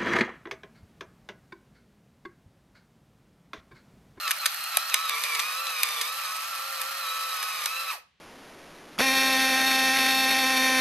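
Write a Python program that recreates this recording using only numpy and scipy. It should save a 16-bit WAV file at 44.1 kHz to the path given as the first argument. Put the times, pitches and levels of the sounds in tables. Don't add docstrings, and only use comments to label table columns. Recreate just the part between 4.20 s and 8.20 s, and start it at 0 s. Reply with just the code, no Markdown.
import sys
import numpy as np
from scipy import signal
from scipy.fft import rfft, irfft
from scipy.io import wavfile
from scipy.ndimage import uniform_filter1d

SR = 44100
rng = np.random.default_rng(int(sys.argv[2]) if len(sys.argv) > 2 else 0)


def output_pcm(signal):
    pcm = np.clip(np.atleast_2d(signal).T, -1, 1) * 32767
    wavfile.write(sys.argv[1], SR, np.round(pcm).astype(np.int16))


N = 176400
T = np.arange(N) / SR
FREQS = np.fft.rfftfreq(N, 1 / SR)


def amp(db):
    return 10 ** (np.asarray(db) / 20)


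def unit(x):
    return x / np.sqrt(np.mean(x ** 2) + 1e-20)


def curve(rows):
    return np.interp(T, *np.transpose(rows))


def by_hz(rows):
    hz, value = np.transpose(rows)
    return np.interp(np.log(FREQS + 1), np.log(hz), value)


def colour(x, eq):
    return unit(irfft(rfft(x) * amp(by_hz(eq)), N))


def drift(rate_hz):
    return unit(irfft(rfft(rng.standard_normal(N)) / (1 + (FREQS / rate_hz) ** 2), N))


def band(x, edges_hz):
    return signal.sosfilt(signal.butter(2, edges_hz, "band", fs=SR, output="sos"), x + 1e-18)


def resonance(x, hz, width_hz):
    r = np.exp(-np.pi * width_hz / SR)
    feedback = [1, -2 * r * np.cos(2 * np.pi * hz / SR), r * r]
    return signal.lfilter(np.array([1, 0, -1]) * (1 - r * r) / 2, feedback, x + 1e-18)


def tone(cycles, rough, fuzz):
    flutter = 1 + rough * (drift(30) + 1j * drift(30)) + fuzz * (drift(125) + 1j * drift(125))
    return np.real(flutter * np.exp(2j * np.pi * cycles)) / np.sqrt(.5 + rough ** 2 + fuzz ** 2)


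# time_s, pitch_hz
TOOTH_RATE = [(0.0, 1401), (0.045, 1374), (0.1, 1250), (0.19, 1423), (0.255, 1286), (0.35, 1431),
              (0.415, 1386), (0.495, 1408), (0.57, 1257), (0.61, 1378), (0.66, 1406), (0.7, 1366),
              (0.74, 1217), (0.82, 1324), (0.855, 1295), (0.92, 1167), (0.96, 1143), (1.005, 1209),
              (1.07, 1205), (1.17, 1124), (1.26, 1248), (1.33, 1258), (1.41, 1348), (1.46, 1347),
              (1.525, 1281), (1.66, 1192), (1.725, 1211), (1.81, 1148), (1.91, 1288), (1.975, 1349),
              (2.02, 1326), (2.07, 1258), (2.22, 1315), (2.3, 1386), (2.345, 1321), (2.445, 1352),
              (2.47, 1382), (2.565, 1362), (2.615, 1304), (2.69, 1387), (2.785, 1391), (2.865, 1301),
              (3.075, 1314), (3.235, 1249), (3.285, 1290), (3.39, 1237), (3.45, 1183), (3.5, 1292),
              (3.6, 1343), (3.71, 1286)]
EASY_HZ, LOADED_HZ = 1285.6, 1167
ROTOR_TURNS_PER_TOOTH = .1312
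OFF_S, HOLD_S = 3.705, .026
SINCE_OFF = np.maximum(T - OFF_S, 0)


def motor(coast_s=.095, fade_s=.14, jitter=.0015):
    driven_hz = curve(TOOTH_RATE)
    tooth_hz = driven_hz * np.exp(-SINCE_OFF / coast_s) * (1 + jitter * drift(60))
    load = np.clip((EASY_HZ - driven_hz) / (EASY_HZ - LOADED_HZ), -.5, 1.2)
    fade = np.clip(1 - (SINCE_OFF - HOLD_S) / fade_s, 0, 1) ** 4.1
    return np.cumsum(tooth_hz) / SR, load, fade


# time_s, armature_db, tooth_db, second_db, third_db
WHINE_FADERS = [(0, -64, -40, -49, -37), (0.072, -62.5, -33.5, -39, -44.5), (0.16, -65, -46, -70, -71),
                (0.2, -64, -48, -53, -38), (0.24, -60, -37, -42, -44), (0.3, -74, -44, -56, -49),
                (0.402, -70, -41, -51, -43.5), (0.55, -73, -37, -36, -43), (0.64, -66, -36.5, -65, -43.5),
                (0.72, -61, -39, -34.5, -41.5), (0.821, -63, -35, -46, -35), (0.95, -56, -42, -33, -42.5),
                (1.15, -57.5, -43, -34, -52), (1.3, -61, -37.5, -39.5, -42.5), (1.42, -53, -36, -43, -39.5),
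                (1.6, -58, -38, -34.5, -44), (1.8, -54, -44, -40.5, -39.5), (2.0, -61, -36.5, -48, -50.5),
                (2.2, -67.5, -39, -47, -56), (2.5, -53, -39, -61, -50), (2.75, -51.5, -38, -55, -47),
                (2.9, -56.5, -36, -48, -40.5), (3.1, -56, -37, -48, -42), (3.25, -59, -37, -42, -48.5),
                (3.4, -61, -40, -46, -41), (3.49, -62, -41, -43, -47), (3.56, -56, -36, -36, -40.5),
                (3.67, -55, -41.5, -46, -46), (3.71, -64, -35, -31, -43)]
# tooth_multiple, offset_db, load_gain_db, fuzz
SIDE_TONES = [(.788, -17.5, -1, 0.15), (.869, -7.5, -0.5, .02), (.931, -12, -10, 0.13),
              (1.131, -19, 19, 0.058), (1.175, -12, 11.5, .1), (1.333, -17, -9, .2), (1.463, -20.5, 7, .4),
              (1.869, -8, 4, 0.33), (2.333, -15, 4, 0.37), (3.333, -18, 13, .5), (3.667, -27, 10, .4),
              (4, -10, 6, 0.37), (5, -13.5, 7, 0.6)]


def whine(teeth, load, slack_hz=(1345, 1443), slack_fuzz=.26, release_s=.032):
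    points = np.array(WHINE_FADERS, float)
    armature_db, tooth_db, second_db, third_db = (curve(points[:, [0, k]]) for k in (1, 2, 3, 4))
    # tooth_multiple, level_db, rough, fuzz
    partials = [(3 * ROTOR_TURNS_PER_TOOTH, armature_db + .21, .15, .017),
                (1, tooth_db - .22, .2, .028),
                (2, second_db - .87, .76, .5),
                (3, third_db - .023, .47, .074)]
    partials += [(multiple, tooth_db - .5 + offset_db + load_db * load, .32, fuzz)
                 for multiple, offset_db, load_db, fuzz in SIDE_TONES]
    slack = np.interp(curve(TOOTH_RATE), slack_hz, (0, 1)) + np.minimum(SINCE_OFF / HOLD_S, 2)
    mix = np.zeros(N)
    for multiple, db, rough, fuzz in partials:
        release = np.exp(-multiple * SINCE_OFF / release_s)
        mix += amp(db) * release * tone(multiple * teeth, rough, fuzz + slack_fuzz * multiple * slack)
    return mix


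# tooth_multiple, gain_db
RASP_EQ = [(.05, -44), (.35, -66), (.41, -13.5), (.6, -10), (.78, -21), (.95, 5.5), (1.1, -1), (1.25, -8),
           (1.4, -8), (1.65, -4), (2, -7.5), (2.6, -7), (3.1, -2.5), (6, -60.5)]


def rasp(teeth, load, level_db=-42, sag_gain_db=2.5):
    flanks = colour(rng.standard_normal(N), [(multiple * EASY_HZ, db) for multiple, db in RASP_EQ])
    sag_khz_per_s = np.gradient(uniform_filter1d(load, size=1500)) * SR * (EASY_HZ - LOADED_HZ) / 1000
    gain = amp(level_db + sag_gain_db * np.clip(sag_khz_per_s, -1, 2))
    return gain * np.interp(teeth / EASY_HZ, T, flanks)


# pitch_hz, width_hz, gain_db, load_gain_db
HOUSING_MODES = [(794, 68, -5.5, -3), (1250, 31, -2, -5), (1380, 39, 2, 4), (1835, 74, -4.5, 11.5),
                 (2460, 100, -7, 5), (2506, 60, 3.5, 2.5), (4140, 730, -14.5, -5.5), (4670, 400, -28.5, 14),
                 (10200, 250, -9.5, -12), (12000, 170, -1, -10.5)]


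def rattle(teeth, load, level_db=-46.5):
    strength = amp(-np.clip(rng.standard_normal(N), -2, 2))
    knocks = np.diff(np.floor(teeth), prepend=0) * strength * rng.choice([-1, 1], N)
    ring = sum(amp(db + load_db * load) * resonance(knocks, hz, width)
               for hz, width, db, load_db in HOUSING_MODES)
    return amp(level_db) * unit(ring)


# start_s, level_db, knock_offset_db, snap_offset_db, decay_s
CRACK_CUES = [(0.077, -21, 2.5, -2.5, 0.0023), (0.108, -14.5, -4, 6, 0.0012),
              (0.113, -15.5, -10.5, 3.5, 0.0019), (0.2569, -15.5, -10, -2.5, 0.0035),
              (0.261, -15.5, -1, 6.5, 0.0021), (0.3436, -32, -12, 12, 0.002), (0.439, -33, -7, 10, 0.0028),
              (0.57, -15, 15.5, 9.5, 0.0019), (0.624, -29, -6, -6, 0.0015), (0.697, -23, -8, -7, 0.0017),
              (0.741, -10.5, 1.5, 1, 0.0026), (0.746, -26.5, -6.5, -4, 0.0024),
              (0.894, -19, -26, 3.5, 0.0016), (1.036, -24, -21.5, 0, 0.0044),
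              (1.149, -20.5, -22, -0.5, 0.0018), (1.154, -24, -13, -10, 0.0021),
              (1.193, -22, -11, -2.5, 0.0028), (1.198, -22, -19, 0.5, 0.0034),
              (1.468, -26, 4.5, -8.5, 0.0025), (1.632, -13, -22, 4.5, 0.0019), (1.637, -27, -8, 1, 0.0028),
              (1.687, -30, -4, 4.5, 0.0037), (1.8115, -23, -12.5, 2, 0.0056), (2.615, -27, -4, 11, .002),
              (3.227, -27, 0.5, 3.5, .003), (3.457, -19.5, 5, 5, 0.0032)]
# pitch_hz, width_hz, gain_db
BARREL_MODES = [(1807, 59, 10.5), (2423, 79, 10), (3490, 110, 7)]


def cracks(trim_db=.5, attack_s=.00052, body_lag_s=.00074):
    knock, body, snap = np.zeros((3, N))
    age = T[:SR // 10]
    for start_s, db, knock_db, snap_db, decay_s in CRACK_CUES:
        burst = amp(trim_db + db) * (1 - np.exp(-(age / attack_s) ** 2)) * np.exp(-age / decay_s)
        layers = (knock, knock_db, body_lag_s), (body, 0, body_lag_s), (snap, snap_db, 0)
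        for layer, offset_db, lag_s in layers:
            start = int((start_s + lag_s) * SR)
            layer[start:start + len(age)] += amp(offset_db) * burst * rng.choice([-1, 1], len(age))
    ring = sum(amp(db) * resonance(body, hz, width) for hz, width, db in BARREL_MODES)
    lows = amp(-4) * band(band(knock, (414, 1250)), (414, 1250))
    mids = amp(10) * band(body, (1530, 4470))
    edge = amp(-1.5) * band(body, (5500, 9600))
    highs = amp(6) * band(snap, (8920, 11940))
    return ring + lows + mids - edge + highs


# time_s, level_db
CRUNCH_FADER = [(0.0, -35), (0.53, -34.5), (0.96, -32), (1.34, -33.5), (1.7, -33), (1.84, -33), (2.15, -34),
                (2.62, -33.5), (3.1, -33.5), (3.45, -35), (3.6, -34), (3.65, -35), (3.7, -34.5)]
# freq_hz, gain_db
GRAIN_EQ = [(100, -39.5), (330, -56), (450, -32.5), (600, -7.5), (850, -4), (1200, 2), (1450, -8.5),
            (1800, 3.5), (2130, -2.5), (2600, -2), (3150, -0.5), (3800, -4.5), (4500, 0.5), (6000, -5),
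            (7300, -8), (8700, -4.5), (10000, -1.5), (12000, -1), (12700, -1.5), (13500, -46),
            (17000, -56.5)]


def crunch(teeth, load, grains_per_s=1100, rub_gain=.7, width=.71, trim_db=-3.5, load_db=1.5):
    clicks = (rng.random((2, N)) < grains_per_s / SR) * rng.choice([-1, 1], (2, N))
    strength = amp(1.5 * np.minimum(rng.exponential(1, (2, N)), 5))
    grit = unit(clicks * strength) + rub_gain * rng.standard_normal((2, N))
    throb = 1 + .073 * np.cos(2 * np.pi * ROTOR_TURNS_PER_TOOTH * teeth)
    flicker = amp(drift(27))
    mid, side = colour(grit * throb * flicker, GRAIN_EQ)
    side = width * band(side, (400, 7000))
    return amp(curve(CRUNCH_FADER) + trim_db + load_db * load) * np.array([mid + side, mid - side])


def chips(chips_per_s=51, level_db=-39.5, spread_db=1.5, decay_s=.0024):
    starts = rng.random(N) < chips_per_s / SR
    strength = amp(spread_db * np.clip(rng.standard_normal(N), -2, 2))
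    envelope = signal.lfilter([1], [1, -np.exp(-1 / (decay_s * SR))], starts * strength + 1e-18)
    return amp(level_db) * envelope * colour(rng.standard_normal(N), GRAIN_EQ)


def rotor_hum(teeth, level_db=-78):
    return amp(level_db) * np.sin(2 * np.pi * ROTOR_TURNS_PER_TOOTH * teeth)


# freq_hz, left_lead_rad
STEREO_PHASE = [(100, -1), (520, 1.26), (950, -0.05), (1380, 0.68), (1720, 0.9), (1980, -0.6), (2500, 1.15),
                (3190, -1.9), (3450, 1.16), (4480, -1.07), (5340, -2), (6550, -0.5), (7320, -2),
                (8350, -0.6), (8870, 0.76), (10700, 4), (11700, 6.4), (12700, 8), (14000, 8)]
# freq_hz, left_minus_right_db
STEREO_BALANCE = [(60, -5), (130, -6.5), (290, -0.7), (640, 0.5), (1410, -1), (3100, -0.5), (6820, -2.5),
                  (15000, 1.2)]


def microphones(x):
    left = amp(by_hz(STEREO_BALANCE) / 2) * np.exp(1j * by_hz(STEREO_PHASE) / 2)
    impulses = irfft(np.array([left, 1 / left]), N)
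    taps = np.roll(impulses, 128, axis=1)[:, :257] * np.hanning(257)
    return signal.fftconvolve(x, taps, "same", axes=1)


def room_reverb(x, t60_s=.31, send_db=-8.5, top_hz=6900):
    age = T[:SR // 2]
    noise = band(rng.standard_normal((2, len(age))), (200, top_hz))
    tail = noise * amp(-60 * age / t60_s) * (age > .003)
    tail *= 2 * np.sqrt(top_hz / SR / np.sum(tail ** 2))
    return amp(send_db) * signal.fftconvolve(x[None], tail, axes=1)[:, :N]


# freq_hz, gain_db
ROOM_TONE_EQ = [(20, -44.5), (40, -8), (70, 2), (120, -4.5), (180, 0), (300, -10), (700, -14), (1500, -8.5),
                (3200, -5.5), (7000, -23), (16000, -47)]


def room_tone(level_db=-71, width=.69):
    noise = rng.standard_normal(N) + width * rng.standard_normal((2, N))
    return amp(level_db) * colour(noise, ROOM_TONE_EQ)


def scene():
    teeth, load, fade = motor()
    gears = fade * (whine(teeth, load) + rasp(teeth, load))
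    gears += fade ** .46 * rattle(teeth, load)
    low_cut = signal.butter(6, 370, "high", fs=SR, output="sos")
    barrel = signal.sosfilt(low_cut, gears + cracks())
    grinder = barrel + fade * (rotor_hum(teeth) + crunch(teeth, load) + chips())
    grinder -= resonance(grinder, hz=1400, width_hz=49)
    return room_tone() + microphones(grinder) + room_reverb(grinder.mean(axis=0))


def record(dry):
    return signal.sosfilt(signal.cheby2(12, 70, 16800, fs=SR, output="sos"), dry)


dry = scene()
out = record(dry)
output_pcm(out)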